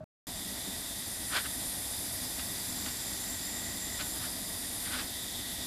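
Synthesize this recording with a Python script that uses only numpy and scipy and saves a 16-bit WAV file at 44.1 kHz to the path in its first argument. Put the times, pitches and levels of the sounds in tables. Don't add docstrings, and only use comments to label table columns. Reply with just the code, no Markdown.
import sys
import numpy as np
from scipy import signal
from scipy.fft import rfft, irfft
from scipy.io import wavfile

SR = 44100
rng = np.random.default_rng(int(sys.argv[2]) if len(sys.argv) > 2 else 0)


def output_pcm(signal):
    pcm = np.clip(np.atleast_2d(signal).T, -1, 1) * 32767
    wavfile.write(sys.argv[1], SR, np.round(pcm).astype(np.int16))


N = 249606
TIME = np.arange(N) / SR
FREQ = np.maximum(np.arange(N // 2 + 1) * SR / N, 1)

# [f/Hz, relative level/dB]
RING_PARTIALS = [(625, -48), (1163, -72.5), (1507, -71)]
# [f/Hz, relative level per Hz/dB]
DRONE_SPECTRUM = [(30, -23), (125, 2.5), (260, -10), (500, -22), (1600, -25.5), (2200, -37.5), (6000, -44),
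                  (14000, -57)]
# [start t/s, end t/s]
SILENCE_SPAN = (.042, .269)
# [t/s, place from 0 at the near rim to 1 at the far side]
MICROPHONE_PATH = [(0.28, 0.16), (1.0, 0.2), (1.6, 0.39), (2.4, 0.73), (3.1, 0.89), (3.8, 1.0), (4.1, 0.88),
                   (4.4, 0.6), (4.85, 0.43), (5.1, 0.11), (5.65, 0.037)]
# [f/Hz, relative level per Hz/dB]
HISS_SPECTRUM = [(400, -17.5), (900, -2.5), (1250, -5), (1650, 0), (2300, -1.5), (2850, -5.5), (4100, 2),
                 (5700, 2), (6350, 1.6), (6850, 1.5), (7900, 4.5), (10000, -0.5), (13500, -4.5),
                 (15000, -4)]
# [peak t/s, rise/s, fall/s, gain/dB]
HISS_RISE_AND_FALL = (2.9, 0.65, .55, 1.9)
# [f/Hz, width/Hz, level in the beam/dB,
# place 0-1, reach 0-1, drop outside the beam/dB]
HOLLOW_RESONANCES = [(1930, 225, -50, 0.97, .06, 5.5), (3607, 730, -44.5, 0.01, .15, 5.5),
                     (4884, 630, -48.5, 0.68, .2, 3.5), (7310, 390, -45.5, 0.95, 0.18, 8.5),
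                     (8940, 590, -45, 0.4, 0.22, 10), (12780, 670, -50.5, 0.74, 0.16, 3.5)]
# [f/Hz, width/Hz, relative level/dB]
SIZZLE_PEAKS = [(10110, 2100, -0.5), (11460, 620, -2), (12600, 730, -7.5), (14850, 700, -15)]
# [peak t/s, rise/s, fall/s, gain/dB]
SIZZLE_FLARES = [(1.75, .42, .7, 5.5), (4.11, 0.062, .22, 4.2), (4.78, .17, .18, 4.5)]
# [f/Hz, relative level per Hz/dB]
FLAME_SPECTRUM = [(20, -14), (40, -1.5), (65, 1.5), (105, 1), (150, -6), (198, 2), (222, -3.5), (250, 1.5),
                  (310, -2), (360, -8.5), (490, -12), (660, -6), (900, -11.5), (1500, -21.5)]
# [f/Hz, rms level/dB]
HUM_TONES = [(59.2, -62.5), (249, -60), (392, -68), (684, -71.5)]
# [peak t/s, rise/s, fall/s, level/dB, gritty edge relative to the stroke/dB]
UTENSIL_STROKES = [(1.346, 0.022, 0.014, -36.5, -3), (1.367, 0.013, 0.021, -32, -1),
                   (1.462, .014, 0.0076, -41.5, -6), (2.397, .005, 0.0078, -54.5, 14),
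                   (2.863, .004, 0.032, -55, 12), (3.0, 0.012, 0.0098, -53, -2),
                   (4.009, 0.015, 0.011, -43.5, 5.5), (4.165, 0.013, 0.012, -50, -6),
                   (4.245, .025, 0.018, -45, -5), (4.874, 0.019, 0.011, -45.5, 1),
                   (4.95, 0.028, 0.023, -39, -3.5), (4.996, .014, 0.021, -45.5, 7)]
# [t/s, relative level/dB]
EDGE_CATCHES = [(1.367, -27), (2.863, -17), (4.01, -27)]
# [f/Hz, relative level per Hz/dB]
RUB_SPECTRUM = [(200, -27), (600, -13), (950, -13.5), (1250, -4.5), (1520, 1), (1850, -1), (2300, -13),
                (3600, -5), (5500, -31), (9000, -50)]
GRIT_SPECTRUM = [(300, -10), (900, -6), (2200, -1.5), (3400, -2), (5000, -2), (5700, -12.5), (7500, -10),
                 (12000, -24)]
# [f/Hz, time to decay by 60 dB/s, relative level/dB]
PAN_MODES = [(1135, 0.33, -10), (1315, 0.23, 2), (1306, .25, -1), (1490, 0.25, 8.5), (1535, 0.054, 2),
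             (1670, .15, -5), (1750, 0.15, -6), (1800, 0.22, 4), (2860, 0.75, -4.5), (3140, 0.18, 4),
             (3785, .12, -25), (4240, 0.083, 3)]

HISS_DB = -42.9
SIZZLE_DB = -46
FLAME_DB, FLAME_RISE_DB = -46, 1.76
ENTRY_DB, ENTRY_S = -2.5, 0.12
RING_SHARE_DB = -7.2
TOP_HZ = 15000


def undb(db):
    return 10 ** (np.asarray(db) / 20)


def unit(x):
    return x / np.sqrt(np.mean(x ** 2))


def shape(x, gain):
    return irfft(rfft(x) * unit(gain), N)


def colour(points):
    hz, db = np.transpose(points)
    return undb(np.interp(np.log(FREQ), np.log(hz), db))


def hump(hz, width):
    detuning = (FREQ / hz - hz / FREQ) * hz / width
    return 1 / (1 + detuning ** 2)


def noise():
    return rng.standard_normal(N)


def walk(rate):
    return shape(noise(), 1 / (1 + (FREQ / rate) ** 4))


def grains(rate, spread_db):
    size = undb(spread_db * np.minimum(rng.exponential(size=N), 5))
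    strikes = rng.random(N) < rate / SR
    return unit(strikes * size * np.sign(noise()))


def tones(table, waver_hz):
    total = np.zeros(N)
    for hz, db in table:
        phase = 2 * np.pi * np.cumsum(hz + waver_hz * walk(6.65)) / SR
        total += np.sqrt(2) * undb(db) * np.sin(phase)
    return total


def swell(s, rise, fall):
    pace = np.where(TIME < s, rise, fall)
    return np.exp(-.5 * (np.abs(TIME - s) / pace) ** 1.77)


def beam(place, centre, reach, drop_db):
    closeness = np.exp(-((place - centre) / reach) ** 2)
    return undb(drop_db * (closeness - 1))


def opening():
    attack = np.clip((TIME - .005) / 0.0021, 0, 1)
    envelope = attack * np.exp(-TIME / 0.035)
    ring = undb(6.5) * envelope * tones(RING_PARTIALS, waver_hz=1)
    drone = undb(-50.0) * shape(noise(), colour(DRONE_SPECTRUM)) + tones([(121, -53.0)], waver_hz=2)
    return ring + drone


def steam(place):
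    s, rise, fall, gain_db = HISS_RISE_AND_FALL
    hiss_db = HISS_DB + gain_db * swell(s, rise, fall)
    out = shape(noise(), colour(HISS_SPECTRUM)) * undb(hiss_db)
    for hz, width, db, centre, reach, drop_db in HOLLOW_RESONANCES:
        resonance = hump(hz, width) + 0.36 * hump(hz, width / 3)
        flutter = undb(db + 1.15 * walk(14))
        out += shape(noise(), resonance) * flutter * beam(place, centre, reach, drop_db)
    return out


def sizzle():
    bursts = unit(noise() + undb(-7) * grains(rate=2100, spread_db=2.5))
    power = sum((undb(db) * hump(hz, width)) ** 2 for hz, width, db in SIZZLE_PEAKS)
    flares_db = sum(db * swell(s, rise, fall) for s, rise, fall, db in SIZZLE_FLARES)
    flutter_db = 0.88 * walk(16)
    return shape(bursts, np.sqrt(power)) * undb(SIZZLE_DB + flares_db + flutter_db)


def flame(place):
    rumble = shape(noise(), colour(FLAME_SPECTRUM)) * undb(1.1 * walk(15))
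    return rumble * undb(FLAME_DB + FLAME_RISE_DB * place)


def hum():
    return tones(HUM_TONES, waver_hz=2.0)


def utensil():
    pressure, edge = np.zeros((2, N))
    for s, rise, fall, db, grit_db in UTENSIL_STROKES:
        push = undb(db) * swell(s, rise, fall)
        pressure = np.hypot(pressure, push)
        edge = np.hypot(edge, push * undb(grit_db))
    slips = pressure * grains(rate=9000, spread_db=0.2)
    grit = edge * grains(rate=7600, spread_db=1.5)
    for s, db in EDGE_CATCHES:
        grit[int(s * SR)] += undb(db)
    rub = shape(slips, colour(RUB_SPECTRUM))
    grating = undb(0.5) * shape(grit, colour(GRIT_SPECTRUM))
    return rub + grating + undb(RING_SHARE_DB) * pan_ring(slips)


def pan_ring(force):
    t = TIME[:SR // 2]
    response = np.zeros(len(t))
    for hz, t60, db in PAN_MODES:
        decay = np.exp(-np.log(1000) * t / t60)
        response += undb(db) / t60 * np.sin(2 * np.pi * hz * t) * decay
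    return signal.fftconvolve(force, response / np.linalg.norm(response))[:N]


def scene():
    start, end = SILENCE_SPAN
    place = np.interp(TIME, *np.transpose(MICROPHONE_PATH))
    entry = undb(ENTRY_DB * np.exp(-np.maximum(TIME - end, 0) / ENTRY_S))
    frying = entry * (steam(place) + sizzle())
    stove = frying + flame(place) + hum()
    mono = opening() * (TIME < start) + (stove + utensil()) * (TIME > end)
    return np.array([mono, mono])


def record(dry):
    lowpass = signal.ellip(12, .1, 80, TOP_HZ, fs=SR, output="sos")
    return signal.sosfilt(lowpass, dry)


dry = scene()
out = record(dry)
output_pcm(out)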